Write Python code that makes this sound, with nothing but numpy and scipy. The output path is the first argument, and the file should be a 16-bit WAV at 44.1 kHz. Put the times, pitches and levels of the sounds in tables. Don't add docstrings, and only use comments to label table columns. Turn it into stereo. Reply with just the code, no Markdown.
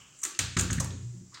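import sys
import numpy as np
from scipy import signal
from scipy.fft import rfft, irfft
from scipy.io import wavfile
from scipy.ndimage import uniform_filter1d

SR = 44100
rng = np.random.default_rng(int(sys.argv[2]) if len(sys.argv) > 2 else 0)


def makeup_ratio(level_db):
    decades = np.asarray(level_db, float) / 20
    return 10 ** decades


def file_out(sig):
    cols = np.atleast_2d(sig).T
    lim = np.clip(cols, -1, 1)
    pcm = np.round(lim * 32767).astype(np.int16)
    wavfile.write(sys.argv[1], SR, pcm)


N = 61739
T = np.arange(N) / SR


def colour(x, points, sign=1):
    hz, db = np.array(points, float).T
    grid = np.arange(1025) * SR / 2048
    curve = np.interp(np.log(grid + 1), np.log(hz), db)
    cepstrum = irfft(sign * curve * np.log(10) / 20)
    cepstrum[1:1024] *= 2
    cepstrum[1025:] = 0
    response = irfft(np.exp(rfft(cepstrum)))
    return signal.fftconvolve(x, response)[:len(x)]


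def resonate(x, hz, width):
    b, a = signal.iirpeak(hz, hz / width, SR)
    return signal.lfilter(b, a, signal.lfilter(b, a, x))


def dull(x, hz):
    return signal.lfilter(*signal.butter(2, hz, fs=SR), x)


def unit(x):
    return x / np.sqrt(np.mean(x ** 2))


def add(track, sound, s):
    i = int(s * SR)
    track[i:i + len(sound)] += sound[:len(track) - i]


# (frequency [Hz], level [dB per Hz])
HISS = [(30, -3.5), (150, -9), (800, -23), (3800, -25), (7400, -8.5), (9200, -27), (13000, -38),
        (15200, -41)]
HISS_DB, FLICKER_DB = -57, 1.2


def hiss():
    steps = np.repeat(rng.standard_normal(N // 1500 + 1), 1500)
    flicker = uniform_filter1d(steps, 1500)[:N]
    return makeup_ratio(HISS_DB + FLICKER_DB * flicker) * unit(colour(rng.standard_normal(N), HISS))


# (frequency [Hz], level [dB per Hz])
EARLIER = [(60, -19), (140, -5), (500, -36), (1200, -9), (1900, -18), (2500, -9), (3100, -5), (4200, -39)]
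EARLIER_DB, EARLIER_T60_S = -54, 1


def earlier_tail():
    fade = makeup_ratio(EARLIER_DB - 60 * T / EARLIER_T60_S)
    return fade * unit(colour(rng.standard_normal(N), EARLIER))


def background():
    return hiss() + earlier_tail()


# (frequency [Hz], level [dB], t60 [s])
ROOM = [(354, -17.5, 0.41), (733, -24, 0.42), (1296, -34.5, 0.59), (3024, -32.5, 0.69), (4500, -33.5, 0.39),
        (7000, -48, 1), (9650, -40.5, 0.19), (14200, -32.5, .25)]
ROOM_GAP_S, ROOM_RISE_S = 0.0013, 0.002


def room(x):
    t = np.maximum(T[:SR] - ROOM_GAP_S, 0)
    tail = np.zeros(SR)
    for hz, db, t60 in ROOM:
        noise = resonate(rng.standard_normal(SR), hz, 0.81 * hz)
        tail += makeup_ratio(db - 60 * t / t60) * noise
    tail *= 1 - np.exp(-t / ROOM_RISE_S)
    return signal.fftconvolve(x, tail)[:N]


# (frequency [Hz], level [dB], t60 [s])
BOOM = [(64.8, 9.5, 0.44), (90, 0, 0.73), (121, 0.5, 0.66), (144.2, -8, 0.45), (185, -2, 0.34),
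        (211.5, -2, 0.11), (285, -11, 0.36), (337.2, -11.5, 0.29), (433, -14.5, 0.15), (498, -8, 0.07),
        (637, -8, 0.089), (653, -11, 0.059)]
BOOM_DB = -8


def table_boom(push):
    boom = np.zeros(N)
    for k, (hz, db, t60) in enumerate(BOOM):
        mode = np.sin(2 * np.pi * hz * T) * makeup_ratio(-60 * T / t60)
        boom += (-1) ** k * makeup_ratio(db) * hz / SR * signal.fftconvolve(push, mode)[:N]
    return makeup_ratio(BOOM_DB) * boom


# (time [s], peak level [dB], push frequency [Hz], length [cycles])
KNOCKS = [(0.256, -39, 336, 1.07), (0.39, -31.5, 104, 1.08), (0.395, -41, 258, 0.56),
          (.423, -30, 119, 0.37), (0.54, -49, 98, 1.8), (0.568, -19.5, 153, 0.36), (0.566, -29, 357, 1.5),
          (.585, -25.5, 90, 0.98), (.6, -31.5, 480, 0.42), (.63, -27, 224, 0.38), (0.662, -34, 180, 0.66),
          (0.7, -24, 93, 0.4), (.715, -25, 176, 0.5), (0.736, -33, 181.4, 1.5), (0.706, -37.5, 460, 0.46),
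          (0.454, -41.5, 197, 1.1), (0.782, -19, 153, 0.57), (0.799, -30.5, 121, 3.3),
          (.802, -31.5, 526, 0.68), (0.829, -39.5, 285, 0.61), (.864, -29, 90, 2.5), (0.917, -37.5, 425, 1),
          (0.939, -34, 197, 0.4), (0.974, -32, 121, 2.5), (1.03, -28, 121, 1.08), (1.09, -50, 121, 2.5),
          (1.125, -41.5, 339.5, 2.2), (1.149, -34.5, 183.8, 1.3), (1.191, -44.5, 102, 1.04),
          (1.21, -41, 173, 0.49)]
KNOCK_EDGE_DB = -5


def knocks():
    push, t = np.zeros(N), T[:5000]
    for s, db, hz, cycles in KNOCKS:
        u = t * hz / max(cycles, .3)
        swell = u * np.exp(1 - u)
        swing = np.sin(2 * np.pi * hz * t) / max(cycles, .5)
        add(push, makeup_ratio(db) * swell * swing, s - .002)
    return table_boom(push) + makeup_ratio(KNOCK_EDGE_DB) * push


# (frequency [Hz], level [dB per Hz])
CRACK = [(300, -21.5), (800, -20), (1700, 0), (3000, -4.5), (4500, 0), (8600, -2), (10000, -15.5),
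         (16000, -28)]
CRACK_REACH, TOP_HZ = 2.27, 18000
GRAINS_PER_S = 2200


def wire_blows(rows, q, grain_db, rise_s, shape, spread):
    direct, send = np.zeros(N), np.zeros(N)
    t = T[:3000]
    click = 1. * (t == 0)
    grain = (t * GRAINS_PER_S).astype(int)
    for s, db, hz, length, crack_db in rows:
        length = max(length, .0005)
        noise, luck = rng.standard_normal((2, len(t)))
        fade = (1 - np.exp(-t / rise_s)) * np.exp(-(t / length) ** shape)
        run = noise * makeup_ratio(grain_db * luck[grain]) * fade
        size = makeup_ratio(db - 8) * np.sqrt(length * SR / len(t))
        for track, push in ((direct, run), (send, run if spread else click)):
            ring = resonate(push, hz, hz / q)
            crack = dull(colour(push, CRACK), min(hz * CRACK_REACH, TOP_HZ))
            add(track, size * (unit(ring) + makeup_ratio(crack_db) * unit(crack)), s)
    return np.array([direct, send])


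# (time [s], level [dB], ring frequency [Hz], length [s])
SCRAPES = [(0.166, -50, 7200, 0.029), (0.185, -41, 7100, 0.031), (0.216, -34, 7600, 0.014),
           (.225, -43.5, 1276, 0.058), (0.232, -17.5, 6400, 0.0076), (0.242, -24, 6940, 0.013),
           (0.25, -49, 6900, 0.0081), (0.343, -44, 2750, 0.018), (.567, -22, 6760, 0.017),
           (0.249, -36.5, 2010, 0.014), (0.586, -18.5, 7010, 0.024), (0.586, -30, 5130, 0.015),
           (0.7048, -24, 6420, 0.015), (0.7814, -28.5, 1830, 0.0092), (0.798, -26, 6440, .017),
           (0.802, -37.5, 4500, 0.011), (1.318, -53, 1140, 0.061), (1.331, -49, 1520, 0.066),
           (1.347, -48, 2040, 0.018), (1.348, -49, 4010, 0.029)]
SCRAPE_AIR_DB = -12.5


def scrapes():
    rows = [(s, db, hz, length, SCRAPE_AIR_DB) for s, db, hz, length in SCRAPES]
    return wire_blows(rows, q=4.27, grain_db=-0.5, rise_s=0.00092, shape=3., spread=True)


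# (time [s], level [dB], ring frequency [Hz], length [s], crack against ring [dB])
TICKS = [(.189, -47, 6900, 0.00057, -6), (.2154, -33, 7200, 0.00079, -13), (.237, -12, 7700, 0.0022, -7.5),
         (.2505, -17.5, 6850, 0.0047, -1.5), (.349, -35.5, 4700, 0.002, 0),
         (.3905, -14.5, 6360, 0.0057, 5.5), (.5672, -23, 1480, 0.006, 5.5), (.5945, -13, 6870, 0.0022, 2),
         (.609, -15.5, 7100, 0.0048, -13), (.700, -27, 1620, 0.0067, -0.5),
         (.7285, -20.5, 7000, 0.0068, -1.5), (.7996, -18, 6480, 0.008, -8),
         (.8015, -27.5, 1080, 0.0044, -9.5), (.8445, -23, 7400, 0.002, -4),
         (.905, -35.5, 3670, 0.0031, -18), (1.3424, -38.5, 4390, 0.0085, 0.5),
         (1.3717, -44.5, 1300, 0.013, 2.5)]


def ticks():
    return wire_blows(TICKS, q=2.07, grain_db=4.2, rise_s=0.00063, shape=1.4, spread=False)


def wire():
    return scrapes() + ticks()


# (frequency [Hz], level [dB])
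PORTS = [(60, 4), (700, 2), (1300, 7), (4400, 8), (6500, 14), (8000, 22.5), (10800, -1.5), (15000, 5)]
LAG_S, LIKENESS = .00104, .75


def scene():
    (direct, send), knock = wire(), knocks()
    aside = LIKENESS * direct + np.sqrt(1 - LIKENESS ** 2) * wire()[0]
    left = direct + knock + room(send + makeup_ratio(-7) * knock) + makeup_ratio(1.5) * background()
    early = np.roll(aside + knock, -int(LAG_S * SR))
    right = early + room(send + makeup_ratio(-9) * knock) + background()
    return makeup_ratio(3.5) * np.array([left, colour(right, PORTS, sign=-1.09)])


# (frequency [Hz], level [dB])
MIC = [(8700, -1), (10000, -6.5), (13600, -6), (15000, 5.5)]


def microphones(dry):
    rumble_cut = signal.butter(3, 52, "high", fs=SR, output="sos")
    return signal.sosfilt(rumble_cut, [colour(port, MIC) for port in dry])


DUCK_DB, DUCK_AHEAD_S = -5, .011


def gain_control(x):
    level = 10 * np.log10(uniform_filter1d(np.diff(x[0], prepend=0) ** 2, 200) + 1e-12)
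    jump = np.roll(level, -int(DUCK_AHEAD_S * SR)) - level
    dip = uniform_filter1d(np.clip((jump - 16) / 8, 0, 1), 150)
    return x * makeup_ratio(DUCK_DB * dip)


def roll_off(x):
    return signal.sosfilt(signal.butter(12, 16960, fs=SR, output="sos"), x)


def record(dry):
    x = gain_control(microphones(dry))
    ceiling = .9
    x = ceiling * np.tanh(x / ceiling)
    x = signal.sosfilt(signal.ellip(8, .2, 60, 15900, fs=SR, output="sos"), x)
    return roll_off(x)


dry = scene()
out = record(dry)
file_out(out)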